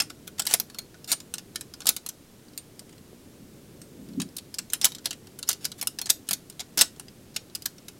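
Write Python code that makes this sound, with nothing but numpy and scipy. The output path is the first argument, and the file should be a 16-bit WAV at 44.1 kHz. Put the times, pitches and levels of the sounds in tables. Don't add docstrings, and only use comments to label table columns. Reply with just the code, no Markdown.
import sys
import numpy as np
from scipy import signal
from scipy.fft import rfft, irfft
from scipy.io import wavfile

SR = 44100
rng = np.random.default_rng(int(sys.argv[2]) if len(sys.argv) > 2 else 0)


def wrap_up_sound(samples):
    columns = np.atleast_2d(samples).T
    tamed = np.clip(columns, -1, 1)
    steps = np.round(tamed * 32767).astype(np.int16)
    wavfile.write(sys.argv[1], SR, steps)


N = 352359
RING_SAMPLES, CUTOFF_HZ = 7000, 15900

# t/s, level/dB, second touch/dB re first, body/dB, brightness/dB,
# favoured f/Hz, free ring/dB re first touch
CONTACTS = [(0.001, -18.5, -1.5, -8.5, -8.5, 5200, -26), (0.0193, -31.5, -13, -3, 0, 8600, -3),
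            (0.099, -44.5, 7.5, -2, -7, 5300, -20), (0.2728, -46, 9, -4.5, -2, 14700, -15),
            (0.395, -22.5, -1.5, -9.5, -1, 7900, -25), (0.4198, -30, -19, -16, -4, 7800, -22),
            (0.453, -34, -15, -12, -6, 7800, -22), (0.467, -25, 2.5, -10.5, 1, 5230, -28),
            (0.51, -29, -6, -1.5, -4, 6400, -25), (0.5382, -12.5, -12.5, -9, 1, 11000, -35),
            (0.5993, -23, -25, -7, 7.5, 13600, -22), (0.6996, -43, -14, -6, -3, 4300, -12),
            (0.7456, -40, -16, -2, -5, 4530, -7), (0.786, -29.5, -5, -10.5, 0.5, 4230, -11.5),
            (0.9432, -51.5, -15, -2.5, -14, 1410, -14), (1.0437, -39, -14, -18, -6, 4860, -22),
            (1.117, -17.5, -8.5, -18, -2, 10100, -28), (1.1257, -20.5, -12, -18, -4, 8768, -3),
            (1.2023, -38, -12, -11, -7, 7160, -18), (1.339, -27.5, -6, -12, -2.5, 9100, -28),
            (1.3823, -32.5, -13, -10, -3, 5130, -28), (1.5576, -26, -25, -15.5, -5, 1800, -13),
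            (1.6097, -33.5, -20, -14, -6, 7900, -28), (1.738, -36.5, -12, -8, -4, 5000, -22),
            (1.805, -37, -18, -5.5, -6, 3580, -22), (1.8186, -39, -13, -2, -12, 4300, -18),
            (1.8565, -32.5, -19, -4, -3, 8840, -25), (1.8685, -17.5, -12, -23, -0.5, 7500, -32),
            (1.89, -13.5, -16, -13, 5.5, 11450, -35), (1.9644, -29, -3.5, -11.5, 2.5, 3740, -19),
            (2.0625, -31.5, -24, -11.5, 3, 4240, -33), (2.0886, -31, -5, -14, 2, 6050, -25),
            (2.5767, -31, -16, -21, -4, 8768, -3), (2.7934, -39, -8, -14, -3, 9000, -21),
            (2.927, -53.5, -17, -2, -10, 2930, -20), (3.8165, -45.5, -5, -9.5, -2, 8530, -3),
            (4.2002, -29.5, -9, -8, -9, 3560, -19), (4.2173, -28.5, -11, -12.5, -7, 9400, -13),
            (4.3656, -35, 1.5, -25, 0.5, 11260, -22), (4.383, -34, -4.5, -15.5, -7, 4670, -25),
            (4.5414, -32.5, -6, -17, -2, 5100, -24), (4.585, -26, -1, -12.5, -8, 8100, -24),
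            (4.7007, -37.5, -15, -17, -3, 6200, -22), (4.7338, -20.5, -20, -10, 2, 11000, -16),
            (4.814, -24.5, -13, -16, -5, 8350, -25), (4.8442, -11.5, -24, -15.5, -2, 13400, -28),
            (4.8526, -14, -9.5, -14, -1, 13335, -28), (4.9203, -38.5, -12, -12, -4, 3900, -5),
            (4.9489, -35, -4, -17, -6, 3860, -22), (4.984, -41.5, -10, -12, -16, 4780, -20),
            (5.0572, -20.5, -9, -11, -2.5, 3730, -26), (5.1077, -28.5, -3, -12, -11, 2860, -27),
            (5.129, -37, -14, -6, -10, 8530, -20), (5.2708, -46.5, -15, -6.5, -9, 3660, -20),
            (5.389, -37.5, -12, -11, 3, 10790, -22), (5.4278, -29, -15, -14, -9.5, 3920, -17),
            (5.4893, -16, -7, -16, -1.5, 9300, -30), (5.513, -26, -8, -17, -7, 5020, -28),
            (5.53, -30, -12, -14, -1, 4880, -25), (5.6452, -29, -12, -14, -5, 5140, -25),
            (5.652, -21, -11, -18.5, -4.5, 4950, -27), (5.717, -35.5, -2.5, -11, -7, 3740, -22),
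            (5.8126, -27.5, -3, -16, -3, 5400, -18), (5.826, -31, -16, -5, 2, 9600, -26),
            (5.8717, -21, -21, -19, 0.5, 13000, -31), (5.9874, -27, -6, -9.5, -5, 5170, -25),
            (6.0152, -28, -19, -10, 2, 4500, -8), (6.058, -30.5, -10, -18, -7, 6950, -26),
            (6.067, -37.5, 0.5, -6.5, -13, 8460, -25), (6.0984, -18, 6.5, -21.5, -2.5, 13400, -16),
            (6.2886, -26.5, -9, -9, 3, 9900, -26), (6.3096, -22, -7, -5.5, 0, 13500, -24),
            (6.331, -24, 1, -18, -3, 13330, -17), (6.499, -39, -19.5, -14, 0, 9100, -20),
            (6.5948, -32, -11, -11.5, -9, 3700, -22), (6.6028, -30, -2.5, -11, -11, 6370, -25),
            (6.7744, -23.5, 3.5, -5.5, 1, 5430, -25), (6.7893, -21, -1, -32, -10, 5150, -28),
            (6.811, -10, -13, -17, -6.5, 2000, -29.5), (6.816, -9.5, -28, -20.5, -3.5, 7260, -29),
            (6.9969, -37, -13, -8.5, -4, 9100, -15), (7.083, -43.5, -13, -9.5, -18, 4900, -22),
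            (7.362, -28, 4, -14, -11.5, 3680, -22), (7.5503, -27.5, -2.5, -25, 2.5, 4850, -28),
            (7.6214, -40, -5, -15, 1, 5000, -20), (7.656, -30, 6, -14, 1, 3960, -25),
            (7.7814, -45.5, -15, -12, -12, 5420, -22), (7.883, -37, -4, -10.5, -4.5, 10170, -25)]
# f/Hz, relative level/dB, t60/s
RINGS = [(1480, 12, .13), (1780, -8, .09), (1905, -1, .27), (2435, 4, .13), (3832, 8, .09), (4290, -4, .14),
         (4870, -5, .1), (5970, 3, .09), (7165, -8, .13), (7760, -20, .13), (8300, 3, .13), (8768, 4, .1),
         (10560, -10, .125), (13335, 2, .15)]


def from_db(db):
    return 10 ** (np.asarray(db) / 20)


def rms_one(x):
    return x / np.sqrt(np.mean(x ** 2) + 1e-20)


def add(out, t_s, sound):
    at = min(max(round(t_s * SR), 0), N)
    out[at:at + len(sound)] += sound[:N - at]


def gain_at(spectrum, hz):
    outline_hz, outline_db = np.transpose(spectrum)
    return from_db(np.interp(np.log(np.maximum(hz, 1)), np.log(outline_hz), outline_db))


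def noise(spectrum):
    hz = np.arange(N // 2 + 1) * SR / N
    return rms_one(irfft(rfft(rng.standard_normal(N)) * gain_at(spectrum, hz), N))


def ringing(hz, t60_s):
    t = np.arange(RING_SAMPLES) / SR
    return np.sin(2 * np.pi * hz[:, None] * t) * np.exp(-np.log(1000) * t / t60_s[:, None])


def presence(x):
    return signal.sosfilt(signal.butter(2, [2800, 8500], "band", fs=SR, output="sos"), x)


def background(rumble_trim_db=0.23, hiss_db=-56):
    rumble_levels = [(0.0, -50), (0.89, -53.5), (1.6, -51), (2.11, -56.5), (4.18, -47.5), (4.38, -52),
                     (7.99, -52.5)]
    rumble_spectrum = [(20, -43), (40, -44), (62, -5.5), (100, -2.5), (160, -1), (280, -2), (400, -6),
                       (600, -16), (1000, -40.5), (2000, -36.5)]
    hiss_spectrum = [(300, 11), (1000, 1), (2000, -2), (4000, -2.5), (8000, -4), (12000, -5.5),
                     (16000, -11.5)]
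    rumble_db = np.interp(np.arange(N) / SR, *np.transpose(rumble_levels)) + rumble_trim_db
    return from_db(rumble_db) * noise(rumble_spectrum) + from_db(hiss_db) * noise(hiss_spectrum)


def cage_modes(count=240, grip_t60_s=0.032, treble_choke=0.29, ring_gain_db=-24,
               crack_db=-0.5, crack_s=0.0014, crack_from_hz=5000):
    click_spectrum = [(150, -7), (400, -14.5), (750, -9.5), (1100, -11.5), (1450, -5.5), (2100, -8),
                      (2900, -1.5), (3800, 1), (5200, 3.5), (7000, 1), (9000, 0), (11500, -2), (14000, -7),
                      (16000, -13)]
    crowd_hz = 150 + (np.arange(count) + rng.random(count)) * CUTOFF_HZ / count
    crowd_t60_s = grip_t60_s * (crowd_hz / 5000) ** -treble_choke * from_db(rng.normal(0, 0.5, count))
    ring_hz, ring_db, ring_t60_s = np.transpose(RINGS)
    hz = np.r_[crowd_hz, ring_hz]
    strength = np.r_[gain_at(click_spectrum, crowd_hz), from_db(ring_db + ring_gain_db)]
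    crack_gain = from_db(crack_db) / (1 + (crack_from_hz / hz[:, None]) ** 2)
    crack = crack_gain * np.exp(-np.arange(RING_SAMPLES) / (crack_s * SR))
    return hz, strength, (1 + crack) * ringing(hz, np.r_[crowd_t60_s, ring_t60_s])


def colour(hz, body_db, bright_db, favour_hz, favour_db, flat_body_db=-13, flat_bright_db=-4):
    low = 1 / (1 + (hz / 2600) ** 6)
    high = 1 / (1 + (8800 / hz) ** 8)
    near = 1 / (1 + ((hz - favour_hz) / 230) ** 2)
    return from_db(low * (body_db - flat_body_db) + high * (bright_db - flat_bright_db) + near * favour_db)


def chatter(touch_db=-3, bounces=7, bounce_db=-8.5, span_s=0.0016):
    force = np.zeros(400)
    at = (rng.random(bounces) * span_s * SR).astype(int)
    force[at] = from_db(bounce_db) * rng.standard_normal(bounces)
    force[0] = from_db(touch_db)
    return force


def click(cage, level_db, body_db, bright_db, favour_hz, scatter=0.36, nominal_length_s=0.0035):
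    hz, strength, waves = cage
    weights = rng.choice([-1, 1], len(hz)) * (1 + scatter * rng.standard_normal(len(hz)))
    response = (weights * strength * colour(hz, body_db, bright_db, favour_hz, favour_db=8)) @ waves
    sound = signal.fftconvolve(response, chatter())
    band_rms = np.sqrt(np.sum(presence(sound) ** 2) / (nominal_length_s * SR))
    return from_db(level_db) * sound / band_rms


def clicks(cage, rock_s=0.0035, spread=0.36):
    out = np.zeros(N)
    delays_s = rock_s * (1 + spread * rng.uniform(-1, 1, len(CONTACTS)))
    for delay_s, (t_s, level_db, second_db, body_db, bright_db, favour_hz, _) in zip(delays_s, CONTACTS):
        add(out, t_s, click(cage, level_db, body_db, bright_db, favour_hz))
        add(out, t_s + delay_s, click(cage, level_db + second_db, body_db, bright_db, favour_hz))
    return out


def pings():
    out = np.zeros(N)
    ring_hz, _, ring_t60_s = np.transpose(RINGS)
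    waves = ringing(ring_hz, ring_t60_s)
    for t_s, level_db, *_, favour_hz, free_db in CONTACTS:
        nearest = np.argmin(abs(ring_hz - favour_hz))
        add(out, t_s, from_db(level_db + free_db) * waves[nearest])
    return out


def room(x, near_db=-14, near_t60_s=0.019, far_db=-19, far_t60_s=0.17):
    t = np.arange(SR // 2) / SR
    onset = 1 - np.exp(-(t / 0.0036) ** 2)
    near, far = (rng.standard_normal(len(t)) * onset * np.exp(-np.log(1000) * t / t60_s)
                 for t60_s in (near_t60_s, far_t60_s))
    far = signal.sosfilt(signal.butter(1, 10000, fs=SR, output="sos"), far)
    echo = from_db(near_db) * near / np.linalg.norm(near) + from_db(far_db) * far / np.linalg.norm(far)
    return signal.fftconvolve(x, echo)[:N]


def rattle(cage, ticks=2, relative_db=-21.5, spread_db=4, from_s=0.006, to_s=0.018):
    out = np.zeros(N)
    for t_s, level_db, *_, favour_hz, _ in CONTACTS:
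        delays_s = rng.uniform(from_s, to_s, ticks)
        ticks_db = rng.normal(level_db + relative_db, spread_db, ticks)
        for delay_s, tick_db in zip(delays_s, ticks_db):
            add(out, t_s + delay_s, click(cage, tick_db, body_db=-8, bright_db=-8, favour_hz=favour_hz))
    return out


def brushes(cage, count=14, level_db=-52.5, spread_db=0.5):
    out = np.zeros(N)
    for t_s in rng.random(count) * N / SR:
        tick_db = rng.normal(level_db, spread_db)
        add(out, t_s, click(cage, tick_db, body_db=-8, bright_db=-8, favour_hz=4200))
    return out


def skids(cage, slips_per_s=1200, uneven_db=3.5, swell_db_per_s=172, squeak_hz=5300):
    slides = [(0.38, 0.4, -40.5, 2), (0.477, 0.535, -31, -10), (1.074, 1.132, -31.5, -4),
              (1.866, 1.888, -27, 1), (4.721, 4.754, -40.5, 8), (4.822, 4.85, -31, 20),
              (5.043, 5.062, -45, 5), (5.471, 5.496, -38, 13), (5.606, 5.644, -49, 4),
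              (5.779, 5.802, -47, -7), (6.092, 6.105, -30, 2), (6.269, 6.292, -50, 4),
              (6.773, 6.823, -22, 12), (7.342, 7.358, -51.5, 10)]
    hz, strength, waves = cage
    out = np.zeros(N)
    for start_s, end_s, end_db, squeak_db in slides:
        n = int((end_s - start_s) * SR)
        slips = (rng.random(n) < slips_per_s / SR) * from_db(uneven_db * rng.standard_normal(n))
        force = rms_one(slips * rng.choice([-1, 1], n) + 0.088 * rng.standard_normal(n))
        gains = colour(hz, body_db=-7.5, bright_db=-5, favour_hz=squeak_hz, favour_db=squeak_db)
        response = (rng.choice([-1, 1], len(hz)) * strength * gains) @ waves
        response /= np.linalg.norm(presence(response))
        swell = from_db(end_db + swell_db_per_s * np.arange(-n, 0) / SR)
        add(out, start_s, signal.fftconvolve(force * swell, response))
    return out


def knocks(t60_s=0.033, spread=0.172, count=10):
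    settlings = [(2.819, -45, 650), (3.130, -39, 417)]  # t/s, level/dB, centre f/Hz
    out = np.zeros(N)
    for t_s, level_db, hz in settlings:
        tones = ringing(hz * np.exp(spread * rng.standard_normal(count)), np.full(count, t60_s))
        add(out, t_s, from_db(level_db) * rng.choice([-1, 1], count) @ tones / np.sqrt(count))
    return out


def bumps():
    grip_shifts = [(3.416, -49, 0.027), (4.02, -45, 0.036), (4.139, -43, 0.041), (4.193, -26, 0.012),
                   (4.23, -38, 0.031)]
    resonances = [(112, -12), (170, -0.5), (197, 1), (232, -1.5), (261, 0), (283, -0.5), (380, -14),
                  (435, -32.5), (492, -28)]
    hz, mode_db = np.transpose(resonances)
    out = np.zeros(N)
    for t_s, level_db, width_s in grip_shifts:
        t = np.arange(-4 * width_s, 4 * width_s, 1 / SR)
        swell = np.exp(-0.5 * (t / width_s) ** 2)
        tones = np.sin(2 * np.pi * (hz[:, None] * t + rng.random((len(hz), 1))))
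        thud = swell * (from_db(mode_db) @ tones)
        add(out, t_s + t[0], from_db(level_db) * thud * np.linalg.norm(swell) / np.linalg.norm(thud))
    return out


def scene(radiate_from_hz=130):
    cage = cage_modes()
    puzzle = clicks(cage) + pings() + rattle(cage) + brushes(cage) + skids(cage)
    puzzle = signal.sosfilt(signal.butter(2, radiate_from_hz, "high", fs=SR, output="sos"), puzzle)
    return (puzzle + room(puzzle) + knocks() + bumps() + background())[None]


def record(dry):
    rounded = 1.2 * np.tanh(dry / 1.2)
    return signal.sosfilt(signal.ellip(10, 0.2, 80, CUTOFF_HZ, fs=SR, output="sos"), rounded)


dry = scene()
out = record(dry)
wrap_up_sound(out)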